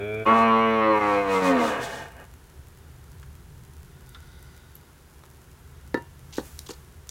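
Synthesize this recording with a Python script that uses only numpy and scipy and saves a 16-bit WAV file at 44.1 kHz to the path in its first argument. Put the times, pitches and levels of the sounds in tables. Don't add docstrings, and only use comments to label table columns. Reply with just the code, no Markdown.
import sys
import numpy as np
from scipy import signal
from scipy.fft import rfft, irfft, next_fast_len
from scipy.io import wavfile
from scipy.ndimage import map_coordinates

SR = 44100
rng = np.random.default_rng(int(sys.argv[2]) if len(sys.argv) > 2 else 0)


def int16_out(signal):
    q = np.round(np.clip(np.atleast_2d(signal).T, -1, 1) * 32767)
    wavfile.write(sys.argv[1], SR, q.astype(np.int16))


N = 313110

# time_s, pitch_hz
MOO_PITCH = [(0.27, 109.4), (0.32, 112.6), (0.372, 114.4), (0.546, 112.4), (0.726, 112), (0.896, 109),
             (1.02, 104.2), (1.24, 99.31), (1.5, 90.58), (1.632, 78.15), (1.774, 69.86), (1.8, 68.93)]
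# time_s, dip_db, half_length_s
CATCHES = [(1.0, -5, 0.0079), (1.247, -4.5, .028), (1.406, -4.5, 0.009)]
# centre_hz, width_hz, gain_db
WALL_BASS = [(103, 45, -48), (185.71, 14.8, -31.5), (226.98, 9.32, -28), (251.09, 17.678, -20.5),
             (268.73, 12.5, -25.5), (303.55, 21, -34), (325.92, 8.715, -30)]
WALL_LOW_MIDS = [(426.71, 24.595, -31), (445.55, 15.775, -34), (477.74, 26.33, -24), (505.38, 10.1, -25.5),
                 (542.24, 23.554, -24.5), (682.77, 21.1, -38), (707.49, 50.66, -32)]
# centre_hz, width_hz, open_gain_db, narrowed_gain_db
MOUTH = [(819.63, 29.94, -2, -30.5), (849.38, 25, -5.5, -20.5), (946.18, 49.08, -2, -6.5),
         (1016.5, 8.2, -6.5, -27.5), (1080.8, 18, -4.5, -19.5), (1136, 79.39, -1.5, -8.5),
         (1246.9, 34, -18, -17), (1337.2, 40, -15, -20.5)]
MUZZLE = [(1553, 151.4, -1.3452, -3), (1872.7, 151.5, -2, -4.5), (2083.5, 34.22, 2.0, 0.5),
          (2212, 57.68, 6.5, -3.5), (2512.1, 207.62, -5.5, -5.5), (2877.3, 158.76, -7, -32),
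          (3174.5, 122.2, -20.5, -18.5), (3466.9, 201.8, -19.5, -32.5), (4020.9, 371.1, -23, -17.5),
          (4559, 78, -35, -24.5), (5778, 720, -35.5, -29)]
# time_s, level_db
RASP_LEVEL = [(.27, -27.5), (.36, -31), (.55, -42), (.85, -42), (1.05, -36), (1.25, -39), (1.62, -28),
              (1.74, -28.5), (1.82, -32.5), (2.03, -38.5), (2.15, -55)]
# centre_hz, width_hz, tense_gain_db, slack_gain_db
RASP_RESONANCES = [(145, 43, -17, -2), (252.54, 49, -6, -7.5), (483.1, 252.7, 0.5, -1),
                   (691.05, 66, -4, 0.5), (866.85, 88.22, -1.5, 0.5), (1173.1, 296.7, 3.5, -7.5),
                   (1603.6, 210.35, -7.5, -1), (1827.6, 62, -6, -3.5), (2169.6, 220, -15, -11.5),
                   (2491.5, 150, -7.5, -11.5), (2896.9, 150, -8, -7.5), (3538.4, 250, -20.5, -26.5),
                   (4142, 300, -27, -29.5)]
# time_s, level_db, half_length_s
LAST_PUFF = [(2.21, -49.5, 0.03776)]
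# time_s, level_db, half_length_s
GUSTS = [(.39, -51, 0.031), (1.12, -52.5, 0.09946), (1.35, -42, 0.03494), (1.47, -39, 0.032496),
         (1.66, -41.5, 0.04843), (1.84, -42, 0.018074), (1.93, -47.5, 0.07588)]
# frequency_hz, gain_db
HISS_COLOUR = [(2060, -21), (3500, 2), (3780, -3), (5160, -5.5), (5750, -4), (7510, -6.5), (9440, -11.5),
               (14800, -20.5), (16000, -17.5)]
# time_s, pitch_hz
HUM_PITCH = [(0.0, 99.56), (0.094, 106.7), (0.198, 109.6)]
# centre_hz, width_hz, gain_db
NOSE = [(110.1, 61, -5), (224, 114.3, -12), (423.07, 69.15, 4.5), (645.57, 93, -5.5), (1490.5, 322, -14),
        (2335.3, 122.5, -5.5), (2508.1, 28, -21), (3361.5, 223.2, -21.5), (5760, 1500, -43.5)]
# start_s, thud_peak_db, ring_gain_db
KNOCKS = [(5.9435, -14.5, 1.5), (5.974, -23.5, -5), (6.383, -13.5, -25), (6.396, -29, -24),
          (6.692, -27.5, -12.5), (6.707, -28, -11)]
# frequency_hz, gain_db
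THUD_COLOUR = [(60, -43.5), (200, -7.5), (390, 4), (500, 0), (620, -16.5), (770, -8.5), (950, -8),
               (1250, -17.5), (1850, -16.5), (2100, -31), (2600, -35), (4200, -30), (9000, -48),
               (16000, -43)]
# pitch_hz, gain_db, fade_s (time to fall by 60 dB)
CLAY_NOTES = [(212.94, -14.5, 0.2705), (286.55, -2, 0.1168), (331.64, -1.5, 0.199), (440.8, 3.5, 0.0804),
              (537.05, -16.5, 0.1093), (797.8, -19.5, 0.1296), (945.67, 3.5, 0.18637),
              (1281.1, -6.5, 0.1062), (1388.8, -5, 0.1017), (1765, 6, 0.1704), (1932.1, -1, 0.0853),
              (2790, -22, 0.394), (3800, -9.5, 0.0606), (5437, -32.5, 0.1007)]
# time_s, gain_db, half_length_s
SQUELCHES = [(6.337, -42.5, 0.0065), (6.357, -42.5, 0.003), (6.374, -40, 0.0046), (6.391, -49.5, 0.0027),
             (6.399, -46, 0.0052), (6.668, -42.5, 0.003), (6.691, -40, 0.002), (6.709, -39, 0.0056),
             (6.736, -49, 0.0031), (6.763, -61, .003)]
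# pitch_hz, gain_db
BUBBLE_COLOUR = [(1500, -11), (3300, -1.5), (4200, 3), (5200, -5), (6500, 0.5), (8500, -9), (13000, -6)]
# start_s, peak_db, pitch_hz, sharpness, fade_s
TICKS = [(2.685, -43, 11200, 1.98, 0.0101), (3.229, -40.5, 1372, 2.072, 0.0471),
         (4.092, -37, 11000, 1.344, 0.0128), (4.146, -39, 3574, 19, 0.02973),
         (4.148, -41, 1356, 7.4, 0.1437), (4.427, -38.5, 10970, 1.011, 0.01273),
         (4.754, -33, 12400, 7.95, 0.01302), (4.756, -48.5, 3280, 2.05, 0.03313),
         (5.237, -37, 981.8, 1.965, 0.02049), (6.591, -19.5, 6000, 0.36, 0.00946),
         (7.092, -19.5, 6000, 2.413, 0.01508)]
# time_s, gain_db
FLAME_STRENGTH = [(2.5, -50.5), (3.2, -46.5), (4.55, -49), (5.05, -54.5), (5.3, -52.5), (5.75, -46.5),
                  (6.4, -49.5), (7.1, -50)]
# frequency_hz, gain_db
FLAME_COLOUR = [(15, -46.5), (25, -13), (38, -12), (61, -3.5), (76, 1), (88, -5.5), (102, -15.5),
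                (131, -4.5), (188, -16.5), (200, -27), (260, -32.5), (340, -62), (570, -120)]
BROTH_COLOUR = [(130, -25), (220, 4), (309, 0), (377, 5.5), (590, -6.5), (907, -3), (1230, -6.5),
                (1370, -3), (2610, -14), (2860, -12), (3360, -14), (8240, -25), (10000, -19),
                (14900, -32.5), (16000, -29)]
SIZZLE_COLOUR = [(1500, 0), (4000, -4), (7000, 0), (9200, -3), (10000, 0), (10800, -1), (15000, -3.5)]
# time_s, level_db, half_length_s (its sign does not matter)
STEAM_PUFFS = [(4.38, -59.5, -0.2782), (4.7, -67, 0.0025), (5.8, -69.5, 0.1211)]
# centre_hz, width_hz, gain_db
WHISTLE = [(1448.1, 81.06, 2), (2011.2, 184.9, -8), (3670.9, 537.7, -11), (4761, 503, -16),
           (6000, 358, -17)]
# time_s, level_db, half_length_s
FLARES = [(6.46, -56, 0.03277), (6.56, -58.5, 0.1504)]
# frequency_hz, fade_s
YARD_ECHO = [(200, 0.1568), (1500, 0.4706), (8000, 0.028)]
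HEARTH_ECHO = [(200, 0.1929), (1500, 0.2055), (8000, 0.16)]

MOO_START_S, SLACKEN_S, VOICE_END_S = 0.25195, 1.5377, 1.83
TOP_HZ = 15900


def moo():
    t = np.arange(int(2.35 * SR)) / SR
    age, slack_s = np.maximum(t - MOO_START_S, 0), np.maximum(t - SLACKEN_S, 0)
    push_db = 3 * np.exp(-age / 0.5034)
    catch_db = sum(db * np.exp(-.5 * ((t - s) / half) ** 2) for s, db, half in CATCHES)
    effort = amp(push_db + catch_db - 46.5 * slack_s) * gate(t, MOO_START_S, VOICE_END_S, 0.032964)
    rasp = amp(curve(RASP_LEVEL, t)) + swells(LAST_PUFF, t)
    hoarse = rasp / np.hypot(rasp, amp(-21) * effort)
    shake = 1 + (0.002 + 0.02 * hoarse) * wobble(130, t)
    pitch = curve(MOO_PITCH, t) * shake
    hz, waves, cycle = vocal_folds(pitch, t, smear=2.2, drift=.08, flutter_db=4, count=56)
    gains = walls_and_mouth(hz / shake, t)
    tone = effort * (gains * waves).sum(0)
    air = breath(rasp, cycle, slack_s, t)
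    return (tone + air) * gate(t, MOO_START_S, np.inf, 0.011) * gate(t, 0, 2.2823, 0.06448)


def vocal_folds(pitch, t, smear, drift, flutter_db, count):
    k = np.arange(1, count + 1)[:, None]
    cycle = 2 * np.pi * np.cumsum(pitch) / SR
    scatter = smear * rng.standard_normal(k.shape)
    scatter = scatter + drift * np.sqrt(k) * np.array([wobble(21.642, t) for _ in k])
    depth_db = flutter_db * np.minimum(k / 16, 1)
    flutter = amp(depth_db * (np.array([wobble(19, t) for _ in k]) - .4))
    return k * pitch, np.sqrt(2) * flutter * np.cos(k * cycle + scatter), cycle


def walls_and_mouth(hz, t):
    narrow = np.clip((t - 0.6492) / 0.9761, 0, 1)
    wall = np.abs(1 + 0.4202 * np.clip(hz / 1800, 0, 1) ** 2 * np.exp(2j * np.pi * hz * .0061))
    mouth = amp(-22.5) * resonances(blend(MOUTH, narrow), hz)
    muzzle = amp(-39.5) * wall * resonances(blend(MUZZLE, narrow), hz)
    return resonances(WALL_BASS + WALL_LOW_MIDS, hz) + mouth + muzzle


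def breath(rasp, cycle, slack_s, t):
    puffs = unit(np.exp(0.4248 * np.cos(cycle) * gate(t, 0, 1.8, 0.12)))
    tense, loose = [resonant_air(blend(RASP_RESONANCES, end), t, puffs) for end in (0, 1)]
    looseness = np.clip(slack_s / 0.29051, 0, 1)
    air = rasp * (np.sqrt(1 - looseness) * tense + np.sqrt(looseness) * loose)
    hiss = unit(noise(HISS_COLOUR, t) * (1 + .5 * puffs))
    return air + (swells(GUSTS, t) + amp(-27) * rasp) * hiss


def hum():
    t = np.arange(int(.3 * SR)) / SR
    pitch = curve(HUM_PITCH, t) * (1 + 0.006183 * wobble(90, t))
    hz, waves, _ = vocal_folds(pitch, t, smear=1.9, drift=.14, flutter_db=2.5, count=40)
    gains = resonances(NOSE, hz)
    tone = (gains * waves).sum(0) / np.sqrt((gains ** 2).sum(0))
    air = amp(-18) * resonant_air(NOSE, t)
    return amp(-30) * (tone + air) * gate(t, -0.02138, 0.25993, 0.0368)


def ladle_knocks():
    out, t = np.zeros(N), np.arange(SR // 2) / SR
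    push = pulse(THUD_COLOUR)
    for start_s, peak_db, ring_db in KNOCKS:
        chatter = rng.standard_normal(len(t)) * (fade(t, 0.0284) + amp(-21.5) * fade(t, 0.0248))
        thud = signal.fftconvolve(6 * (t == 0) + chatter, push)[:len(t)]
        ring = sum(amp(db + rng.normal(0, 0.954)) * fade(t, fade_s)
                   * np.sin(2 * np.pi * (hz * t + rng.random())) for hz, db, fade_s in CLAY_NOTES)
        ring *= amp(ring_db - 17) * (1 - np.exp(-t / 0.000477))
        add(out, start_s, amp(peak_db) * (thud / np.abs(thud).max() + ring))
    return out


def squelches(bubble_count=64):
    out, t = np.zeros(N), np.arange(SR // 20) / SR
    for time_s, db, half_s in SQUELCHES:
        delay, pitch, size = rng.standard_normal((3, bubble_count, 1))
        hz = np.clip(5300 * np.exp(.5 * pitch), 1000, TOP_HZ)
        age = np.maximum(t - half_s * np.clip(2 + delay, 0, 4), 0)
        gains = amp(along(BUBBLE_COLOUR, hz) + 1.4 * size)
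        bubbles = (gains * fade(age, .008) * np.sin(2 * np.pi * hz * age)).sum(0)
        add(out, time_s - 2 * half_s, amp(db) * unit(bubbles) * np.sqrt(2 * half_s / t[-1]))
    return out


def ticks():
    out, t = np.zeros(N), np.arange(SR // 6) / SR
    for start_s, peak_db, hz, sharpness, fade_s in TICKS:
        burst = rng.standard_normal(len(t)) * fade(t, fade_s)
        crack = signal.lfilter(*signal.iirpeak(hz, max(sharpness, .75), SR), burst)
        add(out, start_s, amp(peak_db) * crack / np.abs(crack).max())
    return out


def flames(t):
    flicker_db = 0.1335 * wobble(11, t)
    return amp(curve(FLAME_STRENGTH, t) + 1 + flicker_db) * noise(FLAME_COLOUR, t)


def broth(t):
    return amp(-57.5 + 0.2693 * wobble(12, t)) * noise(BROTH_COLOUR, t)


def steam(t):
    return swells(STEAM_PUFFS, t) * resonant_air(WHISTLE, t)


def sizzle(t, spits_per_s=45):
    spits = rng.choice([-1, 1], N) * (rng.random(N) < spits_per_s / SR)
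    sizes = amp(5 * np.minimum(rng.exponential(size=N), 2.5))
    crackle = unit(filtered(spits * sizes, lambda hz: amp(along(SIZZLE_COLOUR, hz))))
    return amp(-66.5) * crackle + (amp(-62) + swells(FLARES, t)) * noise(SIZZLE_COLOUR, t)


def echo(x, fade_times):
    hz, t, spectrum = signal.stft(rng.standard_normal(SR // 2), SR, nperseg=256)
    tail = signal.istft(spectrum * fade(t, along(fade_times, hz)[:, None]), SR, nperseg=256)[1]
    return signal.fftconvolve(x, np.pad(tail / np.linalg.norm(tail), (SR // 200, 0)))[:N]


def amp(db):
    return 10 ** (np.asarray(db) / 20)


def unit(x):
    return x / np.sqrt(np.mean(x ** 2) + 1e-20)


def fade(t, fade_s):
    return amp(-60 * t / fade_s)


def gate(t, start_s, end_s, ramp_s):
    return np.clip((t - start_s) / ramp_s, 0, 1) * np.clip((end_s - t) / ramp_s, 0, 1)


def swells(rows, t):
    return sum(amp(db) * np.exp(-.5 * ((t - s) / half) ** 2) for s, db, half in rows)


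def curve(points, t):
    return np.interp(t, *np.transpose(points))


def along(points, hz):
    frequencies, values = np.transpose(points)
    return np.interp(np.log(hz + 1), np.log(frequencies + 1), values)


def wobble(rate, t):
    return map_coordinates(rng.standard_normal(int(t[-1] * rate) + 4), [t * rate])


def resonances(rows, hz):
    return sum(amp(db) / (1 + (2 * (hz - centre) / width) ** 2) for centre, width, db in rows)


def blend(rows, amount):
    return [(centre, width, first + amount * (last - first)) for centre, width, first, last in rows]


def filtered(x, response):
    size = next_fast_len(len(x) + 8192)
    return irfft(rfft(x, size) * response(np.fft.rfftfreq(size, 1 / SR)), size)[:len(x)]


def noise(colour, t):
    return unit(filtered(rng.standard_normal(len(t)), lambda hz: amp(along(colour, hz))))


def resonant_air(rows, t, flow=1):
    return unit(filtered(flow * rng.standard_normal(len(t)), lambda hz: resonances(rows, hz)))


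def pulse(colour, size=4096):
    cepstrum = irfft(np.log(amp(along(colour, np.fft.rfftfreq(size, 1 / SR)))))
    one_sided = np.r_[1, np.full(size // 2 - 1, 2), np.zeros(size // 2)]
    return irfft(np.exp(rfft(cepstrum * one_sided)))


def add(track, start_s, x):
    part = track[max(round(start_s * SR), 0):][:len(x)]
    part += x[:len(part)]


def scene():
    cow, t = np.zeros(N), np.arange(N) / SR
    add(cow, 0, hum())
    add(cow, 0, moo())
    cow += amp(-18) * echo(cow, YARD_ECHO)
    pot = ladle_knocks() + squelches() + ticks()
    pot += amp(-12) * echo(pot, HEARTH_ECHO)
    return (cow + pot + flames(t) + broth(t) + steam(t) + sizzle(t))[None]


def record(dry):
    return filtered(dry[0], lambda hz: hz < TOP_HZ)[None]


dry = scene()
out = record(dry)
int16_out(out)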